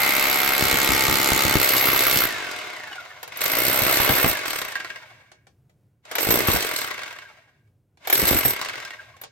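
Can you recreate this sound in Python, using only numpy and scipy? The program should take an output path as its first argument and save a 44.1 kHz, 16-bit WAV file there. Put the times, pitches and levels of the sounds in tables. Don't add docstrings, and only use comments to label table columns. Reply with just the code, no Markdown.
import sys
import numpy as np
from scipy import signal
from scipy.fft import rfft, irfft, next_fast_len
from scipy.io import wavfile
from scipy.ndimage import uniform_filter1d, map_coordinates

SR = 44100
rng = np.random.default_rng(int(sys.argv[2]) if len(sys.argv) > 2 else 0)


def output_pcm(signal):
    pcm = np.clip(np.atleast_2d(signal).T, -1, 1) * 32767
    wavfile.write(sys.argv[1], SR, np.round(pcm).astype(np.int16))


N = 410571


def amp(db):
    return 10 ** (np.asarray(db) / 20)


def unit(x):
    return x / np.sqrt(np.mean(x ** 2) + 1e-20)


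def steady(x):
    power = np.mean(x ** 2, axis=0)
    power = uniform_filter1d(uniform_filter1d(power, size=3500), size=3500)
    return x / np.sqrt(np.abs(power) + np.mean(power) / 10 ** 4)


def along(points, hz):
    f, v = np.transpose(points)
    return np.interp(np.log(hz + 1), np.log(f + 1), v)


def curves(rows):
    s, *cols = np.transpose(rows)
    return [np.interp(np.arange(N) / SR, s, c) for c in cols]


def wobble(rate):
    knots = rng.standard_normal(int(N * rate / SR) + 4)
    return map_coordinates(knots, [np.arange(N) * rate / SR])


def filtered(x, response):
    length = x.shape[-1]
    size = 2 * next_fast_len((length + SR // 2) // 2)
    spectrum = rfft(x, size) * response(np.fft.rfftfreq(size, 1 / SR))
    return irfft(spectrum, size)[..., :length]


def colour(x, points):
    def response(hz):
        cepstrum = irfft(np.log(amp(along(points, hz))))
        cepstrum[1:len(hz) - 1] *= 2
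        cepstrum[len(hz):] = 0
        return np.exp(rfft(cepstrum))
    return filtered(x, response)


def resonate(x, modes):
    def response(f):
        total = 0
        for k, (c, w, db) in enumerate(modes):
            total = total + (-1) ** k * amp(db) * 1j * f * w / (c * c - f * f + 1j * f * w)
        return total
    return filtered(x, response)


def fade(x, life):
    return signal.lfilter([1], [1, -np.exp(-1 / (life * SR))], x)


def noise(side_db):
    mid, side = rng.standard_normal((2, N))
    return unit(np.array([mid + amp(side_db) * side, mid - amp(side_db) * side]))


def swell(turns, share, width):
    return np.exp(-.5 * (((turns - share + .5) % 1 - .5) / width) ** 2)


# (frequency [Hz], 60 dB decay time [s])
WALL_DECAY = [(150, 0.3), (1500, 0.11), (6000, 0.18), (15000, 0.014)]


def alcove(x, wet_db):
    hz, t, z = signal.stft(rng.standard_normal((3, SR // 3)), SR, nperseg=256)
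    decay = amp(-60 * t / along(WALL_DECAY, hz)[:, None])
    left, right, shared = signal.istft(z * decay, SR, nperseg=256)[1]
    tail = np.array([left, right]) + 0.94 * shared
    tail = tail / np.linalg.norm(tail[0])
    return x + amp(wet_db) * signal.fftconvolve(np.atleast_2d(x), tail, axes=1)[:, :N]


def roaming(x, wet_db):
    angle = 2 * wobble(2)
    return np.cos(angle) ** 2 * alcove(x, wet_db) + np.sin(angle) ** 2 * alcove(x, wet_db)


FULL_SPEED, SEATED_GAIN, DRAG = 66.3, 1.4, 9.7
SEATED_UNTIL_S = 1.57
# (pressed [s], released [s], spin-up time constant [s],
# coasting time constant [s], crank angle at release [turns])
TRIGGER_PULLS = [(-2, 2.157, .2, .9315, .31), (3.21, 4.1993, .208, .7035, .451),
                 (6.01, 6.467, .19, .7007, .301), (7.975, 8.2636, .18, .6924, .913)]


def motor():
    t = np.arange(N) / SR
    speeds, turns = [], []
    for on, off, spin_up, coast, angle in TRIGGER_PULLS:
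        held = np.clip(np.minimum(t, off) - on, 0, None)
        driven = FULL_SPEED * (1 - np.exp(-(held / spin_up) ** 1.5))
        driven = driven + SEATED_GAIN * (t < SEATED_UNTIL_S)
        speed = np.maximum((driven + DRAG) * np.exp(-np.maximum(t - off, 0) / coast) - DRAG, 0)
        turned = np.cumsum(speed) / SR
        speeds.append(speed)
        turns.append(turned - np.interp(off, t, turned) + angle)
    run = np.argmax(speeds, axis=0)
    drive = uniform_filter1d(1.0 * (t < np.array(TRIGGER_PULLS)[run, 1]), size=2200)
    return np.choose(run, speeds), np.choose(run, turns), drive, run


BITE_ATTACK_S = 0.0067
# (start [s], end [s], release [dB per s],
# then relative levels: crack [dB], thud [dB], ring [dB], housing buzz [dB])
LEANED_BITES = [(-.1, 0.54, 63, -30, -46, -28.5, -29.5), (0.577, 1.57, 143.5, -27.5, -30.5, -29.5, -29),
                (1.596, 2.241, 297, -28, -32.5, -25.5, -38.5), (3.41, 3.537, 66, -32.5, -57, -30.5, -39.5),
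                (3.55, 3.86, 198.5, -31.5, -33, -27, -37.5), (3.863, 4.3, 272, -28, -31.5, -27, -40.5),
                (4.458, 4.58, 95.5, -35, -49, -39, -48), (6.196, 6.31, 96.5, -35.5, -33, -29.5, -61),
                (6.299, 6.37, 139.5, -37.5, -28, -26.5, -54.5),
                (6.481, 6.55, 166, -31.5, -31.5, -28, -60.5), (6.59, 6.841, 244, -34.5, -46, -38, -68),
                (8.146, 8.401, 258, -32, -31.5, -27.5, -66), (8.44, 8.503, 322, -37, -32.5, -27.5, -67.5)]


def bites():
    t = np.arange(N) / SR
    gains = np.zeros((4, N))
    for start, end, release, *levels_db in LEANED_BITES:
        attack = np.clip((t - start) / BITE_ATTACK_S + .5, 0, 1)
        shape = attack * amp(-abs(release) * np.maximum(t - end, 0))
        gains = np.maximum(gains, amp(levels_db)[:, None] * shape)
    return gains


# (level against the gears [dB], loss per halving of the speed [dB])
IDLE_TAPS = [(-6, 6.5), (-5.5, 8), (-23.5, 1)]


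def blow_gains(pressed, gear_db, halvings):
    return [np.hypot(gain, amp(gear_db + db - slope * halvings))
            for gain, (db, slope) in zip(pressed, IDLE_TAPS)]


def impacts(turns, pattern, scatter_db, jitter):
    out = np.zeros(N)
    for share, db in pattern:
        at = np.flatnonzero(np.diff(np.floor(turns - share)))
        size, late = rng.uniform(-1.1, 1, (2, len(at)))
        landed = np.round(at + late * jitter * SR).astype(int)
        out[np.clip(landed, 0, N - 1)] += amp(db + scatter_db * size)
    return out


def disperse(x, spread):
    return filtered(x, lambda hz: np.exp(-1j * spread * np.sqrt(hz)))


def tint(x, db):
    treble = filtered(x, lambda hz: hz ** 2 / (hz ** 2 + 2800 ** 2))
    return amp(db) * treble + amp(-db) * (x - treble)


def shifted(x, hz):
    analytic = signal.hilbert(x, next_fast_len(N))[..., :N]
    return np.real(analytic * np.exp(2j * np.pi * np.cumsum(hz) / SR))


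TINT_DB = 7
# (share of the turn, relative level [dB])
STROKE_IMPACTS = [(0.237, -7.5), (0.283, -16), (0.373, 1), (0.469, -9), (0.689, -16)]
# (frequency [Hz], relative level [dB])
CRACK_SPECTRUM = [(400, -11), (800, -0.5), (1200, 3.5), (2000, -0.5), (3200, -4), (4200, 0), (5800, -7.5),
                  (8300, -6.5), (9500, -15), (11000, -10.5), (16000, -15)]
THUD_SPECTRUM = [(40, -26.5), (110, -0.5), (190, -11), (300, 3.5), (450, 1.5), (650, -3.5), (1200, -5),
                 (3000, -44.5)]
STEEL_SPECTRUM = [(7000, -42), (8400, -18), (9500, -27.5), (11300, -8.5), (12300, 2), (13300, -5),
                  (14400, -7), (15400, -11), (16500, -17.5)]
# (frequency [Hz], width [Hz], relative level [dB])
CHISEL_MODES = [(12310, 55, 0), (12550, 290, -16), (15300, 250, -16)]
# (frequency [Hz], width [Hz], relative level [dB])
SLANT_MODES = [(5400, 400, -11), (8370, 240, -1.5)]
# (time [s], shift [Hz])
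RING_SHIFT = [(0, -100), (.42, 170), (1.35, -280), (1.9, 260), (2.2, 60), (4.05, 0)]


def chisel(turns, speed, loose, crack_gain, thud_gain, ring_gain):
    blows = impacts(turns, STROKE_IMPACTS, scatter_db=2.5, jitter=.00005)
    between = [(.1, -8.5), (.55, -10), (.9, -11.5)]
    chatter = loose * impacts(turns, between, scatter_db=11.0, jitter=0.0019)
    hits = (blows + chatter) * amp(1.2 * loose * wobble(35))
    firm = np.clip((speed - 35) / 30, 0, 1)
    reach = np.clip((speed - 17) / 18, 0, 1)

    grind = 0.05 + reach * (0.2 + .5 * loose) * swell(turns, 0.42, width=0.085)
    crumble = (firm * fade(hits, life=0.0005) + grind) * noise(side_db=-4)
    shock = disperse(firm * hits, spread=0.4777)
    crack = tint(colour(3.6 * shock + crumble, CRACK_SPECTRUM), TINT_DB * loose * wobble(45))
    crack = steady(roaming(crack, wet_db=-2))

    sting_shape = reach * fade(hits, life=0.00086) + 0.077 * reach * swell(turns, 0.39, width=0.14) + .01
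    sting = sting_shape * noise(side_db=2.5)
    ring = steady(colour(sting, STEEL_SPECTRUM))
    hard = np.clip(ring_gain / amp(-28), 0, 1)
    ring = ring + hard * amp(-9 + 12 * loose) * steady(resonate(sting, CHISEL_MODES))
    ring = shifted(ring, curves(RING_SHIFT)[0])
    slant_db = np.interp(np.arange(N) / SR, [2.5, 4.5], [-22, -6])
    ring = ring + amp(slant_db) * steady(resonate(sting, SLANT_MODES))
    ring = steady(alcove(ring, wet_db=0.0))

    thud = steady(colour(4 * shock + crumble, THUD_SPECTRUM))
    return amp(4.0) * crack_gain * crack + amp(4.5) * ring_gain * ring + amp(-0.5) * thud_gain * thud


BUZZ_WANDER_DB = 2.5
STRIKE_AT = .385
# (multiple of the crank speed, relative level [dB])
BUZZ_LINES = [(2, -11), (3, -4.5), (4, -13.5), (5, -1), (6, -2.5), (7, 0), (9, -7.5), (10, 1), (11, -1),
              (12, 0), (13, 4), (16, 3.5), (18, 1), (19, -0.5), (23, 1.5), (28, 2.5), (30, -10.5),
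              (32, 3.5), (34, 0), (35, -3)]


def buzz(turns):
    lines = 0
    for order, db in BUZZ_LINES:
        phase = .7 * rng.standard_normal() + .5 * rng.standard_normal((2, 1))
        level = amp(db + BUZZ_WANDER_DB * wobble(2.5))
        lines = lines + level * np.sin(2 * np.pi * order * (turns - STRIKE_AT) + phase)
    return unit(lines)


# (time [s], relative level [dB])
SQUARE_BLOWS = [(6.186, -22), (6.271, -17), (6.311, -16.5), (6.323, -16), (6.341, -13.5), (6.357, -17),
                (6.374, -23), (6.405, -13.5), (6.5, -18), (8.191, -17.5), (8.296, -22), (8.331, -12)]
# (frequency [Hz], relative level [dB])
SQUARE_SPECTRUM = [(80, -17), (280, 4.5), (550, 2), (1100, -7.5), (4500, -15), (12000, -35)]


def punches():
    hits = np.zeros(N)
    for s, db in SQUARE_BLOWS:
        hits[round(s * SR)] = amp(db)
    burst = fade(hits, life=0.0032) * unit(colour(noise(side_db=-4.5), SQUARE_SPECTRUM))
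    return alcove(burst, wet_db=-9)


def drifting(turns, rows, life):
    hz, db = curves(rows)
    t = np.arange(N) / SR
    ringing = unit(fade(swell(turns, .38, width=.08) * noise(side_db=-2), life))
    present = (t > rows[0][0]) * (t < rows[-1][0])
    return present * amp(db) * ringing * np.sqrt(2) * np.sin(2 * np.pi * np.cumsum(hz) / SR)


# (time [s], pitch [Hz], level [dB])
SHRILL_DRIFT = [(.5, 7980, -54), (.85, 7460, -38), (1.1, 7250, -35.5), (1.301, 6880, -33),
                (1.42, 6850, -34), (1.6, 6800, -59)]
HOLLOW_DRIFT = [(3.38, 519, -65), (3.469, 519.5, -38), (3.75, 629.5, -31), (4.149, 615, -36),
                (4.6, 561, -63.5), (4.8, 560, -110), (6.1, 450, -110), (6.2, 450, -49), (6.3, 458.6, -35.5),
                (6.7, 451, -39.5), (7.1, 450, -77)]
MOAN_DRIFT = [(3.6, 1750, -42.5), (4.15, 1715, -37.5), (4.35, 1700, -43)]


def work_resonances(turns):
    shrill = drifting(turns, SHRILL_DRIFT, life=0.0011)
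    hollow = drifting(turns, HOLLOW_DRIFT, life=0.0064)
    return shrill + hollow + drifting(turns, MOAN_DRIFT, life=0.005)


# (time [s], relative level [dB])
REBOUNDS = [(4.28, -17), (6.311, -16), (6.472, -22), (8.128, -10), (8.191, -15), (8.281, -15), (8.37, -15),
            (8.451, -14), (8.496, -19)]
# (frequency [Hz], relative level [dB], 60 dB decay time [s])
BENDING_MODES = [(5200, -9, 0.03), (8490, -7, .05), (12315, 5, .11)]


def pings():
    out = np.zeros(N + SR)
    t = np.arange(SR // 4) / SR
    for s, db in REBOUNDS:
        ring = sum(amp(db + level - 60 * t / t60) * np.sin(2 * np.pi * hz * t)
                   for hz, level, t60 in BENDING_MODES)
        out[round(s * SR):][:len(t)] += (1 - np.exp(-t / 0.0023)) * ring
    return out[:N]


GEAR_DB, DRIVEN_SLOPE_DB = -30, 2.5
CRAWL_SPEED, CRAWL_SLOPE_DB = 22.9, 9.5


def gear_level(halvings, speed, drive, coast_slope_db, backlash):
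    crawl = np.maximum(np.log2(CRAWL_SPEED / np.maximum(speed, 1)), 0)
    slope_db = coast_slope_db + drive * DRIVEN_SLOPE_DB
    return GEAR_DB - halvings * slope_db - CRAWL_SLOPE_DB * backlash * crawl * (1 - drive)


def per_turn(turns, size):
    return np.interp(turns % 1, np.arange(size) / size, rng.standard_normal(size), period=1)


def whine(turns):
    mesh = 2 * np.pi * 34 * turns
    tones = 0
    for k, gain in [(1, .75), (2, 1), (3, .7), (4, .25)]:
        tone = np.sin(k * mesh + 1.1 / np.sqrt(k) * wobble(110))
        tones = tones + gain * tone * amp(2.2 * wobble(45))
    uneven = 1 + .8 * np.cos(2 * np.pi * 6 * turns)
    surge = .45 + 1.3 * swell(turns, .5, width=.16)
    modes = [(705, 250, -5), (1060, 300, -5.5), (1418, 180, 0.5), (1760, 250, 1.5), (2130, 300, -1.5)]
    return resonate(tones * uneven * surge, modes)


# (frequency [Hz], width [Hz],
# relative level held upright [dB], relative level held at a slant [dB])
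SINGING_MODES = [(728, 29, 3, -18), (1030, 45, -1.5, -7.5), (1460, 30, 4.5, -7), (1615, 36, -7, 3),
                 (1883, 41, -7.5, -3.5), (2240, 75, -5.5, -2.5), (2790, 56, -8.5, -9.5)]


def sung(x, slant):
    return resonate(x, [(hz, width, levels_db[slant]) for hz, width, *levels_db in SINGING_MODES])


WHINE_DRIVEN_DB, WHINE_COASTING_DB, WHINE_MASKED_DB = -9, -0.5, -13
SINGING_DB, SINGING_RISE_DB = -12.5, 4.5
TUBE_COASTING_DB = -17
# (time [s], relative level [dB])
TUBE_POWERED = [(0, 6.5), (.35, 3), (.55, -2.5), (4.2, -9.5), (6.3, -26.5)]
# (frequency [Hz], relative level [dB])
GEARBOX_SPECTRUM = [(120, -51.5), (200, -19.5), (412, -8), (540, -11), (708, -13), (1040, -4.5), (1220, -7),
                    (1460, -3), (2130, -5.5), (2460, -12.5), (2950, -5.5), (3470, -8.5), (8120, -20.5),
                    (9550, -26), (15000, -32.5)]
# (frequency [Hz], width [Hz], relative level [dB])
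HOUSING_MODES = [(618, 41, -2.5), (717, 39, -6), (1030, 100, -7), (1424, 66, -4), (1588, 150, -5),
                 (1800, 140, -10), (2140, 290, -5.5), (2720, 250, -7)]


def gearbox(turns, speed, drive, backlash, run):
    slack = np.clip(1 - speed / 62, 0, 1)
    lively = np.interp(speed, [11, 22], [.2, 1])
    clacks = 5.2 * swell(turns, .39, width=0.075) + 1.6 * swell(turns, 0.84, width=0.025)
    load = 1 + slack * lively * backlash * clacks * amp(3.2 * wobble(26))
    rasp = steady(colour(noise(side_db=-4.0) * load, GEARBOX_SPECTRUM))

    armature = np.cos(2 * np.pi * 6 * turns)
    roughness = per_turn(turns, size=640) + 1.3 * noise(side_db=-2.5)
    teeth = roughness * (1 + 0.46 * armature) * load
    rattle = steady(resonate(teeth, HOUSING_MODES))
    tube = steady(resonate(teeth, [(2090, 200, 4.0), (2564, 690, -11.5)]))
    tube_db = drive * curves(TUBE_POWERED)[0] + (1 - drive) * TUBE_COASTING_DB

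    whine_coasting_db = WHINE_COASTING_DB + WHINE_MASKED_DB * (backlash * lively) ** 2
    whine_db = drive * WHINE_DRIVEN_DB + (1 - drive) * whine_coasting_db
    rub = load * noise(side_db=-4.0)
    singing = steady(np.where(run == 0, sung(rub, slant=0), sung(rub, slant=1)))
    singing_db = SINGING_DB + SINGING_RISE_DB * np.log2(FULL_SPEED / np.maximum(speed, 2))

    body = steady(alcove(rasp + amp(-3.5) * rattle, wet_db=-2.5))
    body = body + amp(whine_db) * whine(turns) + (1 - drive) * amp(singing_db) * singing
    return amp(3.5) * (steady(body) + amp(tube_db - 6.5) * tube)


CLANK_DETUNE, CLANK_VARY_DB = 0.0085, 3.5
# (time [s], relative level [dB], bright crack against the dull part [dB])
STRIKER_CLANKS = [(2.929, -25, -11), (4.455, -22, 2), (4.616, -28, 10), (4.754, -16, -13),
                  (4.801, -17.5, -27), (4.846, -18, -20), (4.902, -19, -25), (4.959, -22.5, -22),
                  (6.884, -26, -1), (6.912, -16, -7), (6.991, -18, -15), (7.033, -19.5, -14),
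                  (7.078, -22.5, -13), (7.127, -26, -8), (7.186, -24, -13), (8.614, -23, 8),
                  (8.648, -32.5, 13.5), (8.686, -22.5, 0), (8.755, -20, -11), (8.801, -23, -8),
                  (8.85, -24, -3), (8.906, -23, -11)]


def clanks():
    hits = np.zeros((2, N))
    for s, db, bright_db in STRIKER_CLANKS:
        hits[:, round(s * SR)] = amp([db, db + bright_db])
    dull, bright = fade(hits, life=0.0035) - fade(hits, life=0.00025)
    scrape = noise(side_db=-6.5)
    metal = 1.55 * colour(dull * scrape, GEARBOX_SPECTRUM)
    metal = metal + 1.33 * colour(bright * scrape, CRACK_SPECTRUM)
    t = np.arange(SR // 8) / SR
    for s, db, _ in STRIKER_CLANKS:
        span = slice(round(s * SR), round(s * SR) + len(t))
        modes = []
        for hz, width, _, slant_db in SINGING_MODES:
            detuned = hz * (1 + CLANK_DETUNE * rng.standard_normal())
            modes.append((detuned, width, slant_db + CLANK_VARY_DB * rng.standard_normal()))
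        metal[:, span] += 7 * resonate(amp(db) * np.exp(-t / 0.0014) * scrape[:, span], modes)
    return alcove(metal, wet_db=-4.5)


CHIRP_SINK = 2.4
# (time [s], pitch [Hz], relative level [dB])
SLOWING_CHIRPS = [(2.932, 2930, -35), (2.99, 1420, -31), (4.36, 1680, -30), (7.263, 1610, -42),
                  (8.935, 1860, -39), (9.0, 1590, -36), (9.15, 1090, -49)]


def chirps():
    t = np.arange(N) / SR
    out = np.zeros(N)
    for s, hz, db in SLOWING_CHIRPS:
        near = np.abs(t - s) < .5
        age = t[near] - s
        squeak = np.sin(2 * np.pi * hz * (age - CHIRP_SINK * age ** 2 / 2))
        out[near] += amp(db) * np.exp(-(age / 0.012) ** 2) * squeak
    return out * (1 + .4 * wobble(300))


# (time [s], relative level [dB], steel ring against the crunch [dB])
BRICK_KNOCKS = [(3.229, -22, -5), (3.276, -28, -6), (3.371, -29, 10), (3.406, -16, -4), (3.434, -19, -1),
                (3.455, -12.5, -0.5), (5.316, -36, -31), (5.468, -40, -35), (5.695, -52, -16),
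                (6.052, -34, -27), (6.113, -18.5, -10), (6.153, -11.5, -2.5), (6.183, -9, -7),
                (6.306, -8, 1), (6.471, -13, 3), (6.56, -10, -6), (7.674, -63, -25), (7.972, -46, -32.5),
                (8.072, -14.5, -1), (8.099, -9.5, 2), (8.126, -7.5, 1.5), (8.277, -11, 5),
                (8.449, -13.5, 1), (9.165, -39, -19), (9.214, -31, 7), (9.236, -24.5, -18)]


def knocks():
    out = np.zeros((2, N))
    dull = [(100, -33.0), (400, 7.0), (1800, 4.5), (5000, -2.5), (9500, -8.5), (16000, -25)]
    crunch = unit(colour(noise(side_db=-0.5), dull))
    ring = unit(colour(noise(side_db=0.0), STEEL_SPECTRUM))
    for s, db, ring_db in BRICK_KNOCKS:
        span = slice(round(s * SR), round(s * SR) + SR // 8)
        t = np.arange(crunch[:, span].shape[1]) / SR
        shape = (1 - np.exp(-t / 0.0012)) * amp(db - 5.0 - 60 * t / 0.036)
        out[:, span] += shape * (crunch[:, span] + amp(ring_db) * ring[:, span])
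    return alcove(out, wet_db=-2.5)


# (time [s], lead of the left channel [s])
TOOL_BEARING = [(2.2, 0), (3, .00005), (6.3, .00008), (8, .00005)]


def place(x):
    lead, = curves(TOOL_BEARING)
    left = map_coordinates(x[0], [np.arange(N) + lead * SR], order=5)
    return np.array([left, x[1]])


# (time [s], relative level [dB])
CHIP_HITS = [(0.625, -15), (0.73, -15), (0.891, -11.5), (0.92, -17), (1.084, -14.5), (1.115, -18.5),
             (1.32, -12), (1.451, -10.5), (1.555, -8), (1.887, -23), (2.164, -16), (3.681, -21),
             (3.818, -16), (4, -17), (4.098, -12), (4.244, -15), (4.262, -15.5), (6.29, -10.5),
             (6.486, -10.5), (6.545, -15), (8.228, -15.5), (8.312, -11), (8.349, -17), (8.453, -16.5),
             (8.476, -27)]


def chips():
    taps = np.zeros((2, N))
    for k, (s, db) in enumerate(CHIP_HITS):
        taps[:, round(s * SR)] += amp(db + 1.0 * (-1) ** k * np.array([1, -1]))
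    push = filtered(fade(taps, life=0.0012),
                    lambda f: (1j * f / (70 + 1j * f)) ** 2 / (1 + 1j * f / 1100))
    low = [(20, -29), (60, 5.0), (140, -3.5), (350, -3.0), (1000, -35.5), (4000, -60.5)]
    grit = fade(taps, life=0.027) * unit(colour(noise(side_db=-5.0) ** 3, low))
    return amp(5.5) * push + amp(-10.5) * grit


# (frequency [Hz], relative level [dB])
SITE_SPECTRUM = [(25, -39), (55, -12.5), (120, 2.5), (165, -9.5), (240, -17), (400, -19), (1000, -35),
                 (4000, -45.5), (16000, -46)]


def site():
    return amp(-63.0 + 1.5 * wobble(7.7)) * unit(colour(noise(side_db=-19.5), SITE_SPECTRUM))


STRAIN_DB = 3
SEATED_DB, LOOSE_RANGE_DB = -33, 8
# (loss per halving of the speed [dB], gear backlash [0-1])
COAST_DOWNS = [(8, 0.3), (6.5, 0.6), (6.5, .95), (5.5, 0.94)]


def scene():
    speed, turns, drive, run = motor()
    coast_slope_db, backlash = np.array(COAST_DOWNS)[run].T
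    halvings = np.log2(FULL_SPEED / np.maximum(speed, 1))
    gear_db = gear_level(halvings, speed, drive, coast_slope_db, backlash)
    *pressed, seated = bites()
    crack, thud, ring = blow_gains(pressed, gear_db, halvings)
    strain = pressed[0] / pressed[0].max()
    loose = np.clip((SEATED_DB - 20 * np.log10(seated + 1e-9)) / LOOSE_RANGE_DB, 0, 1)
    gears = amp(gear_db + STRAIN_DB * strain * loose) * gearbox(turns, speed, drive, backlash, run)
    hammer = chisel(turns, speed, loose, crack, thud, ring) + seated * buzz(turns) + gears
    tool = hammer + work_resonances(turns) + punches() + pings() + clanks() + chirps() + knocks()
    return place(tool) + chips() + site()


TOP_HZ = 15950


def record(dry):
    return filtered(dry, lambda hz: np.clip((TOP_HZ - hz) / 200 + .5, 0, 1))


dry = scene()
out = record(dry)
output_pcm(out)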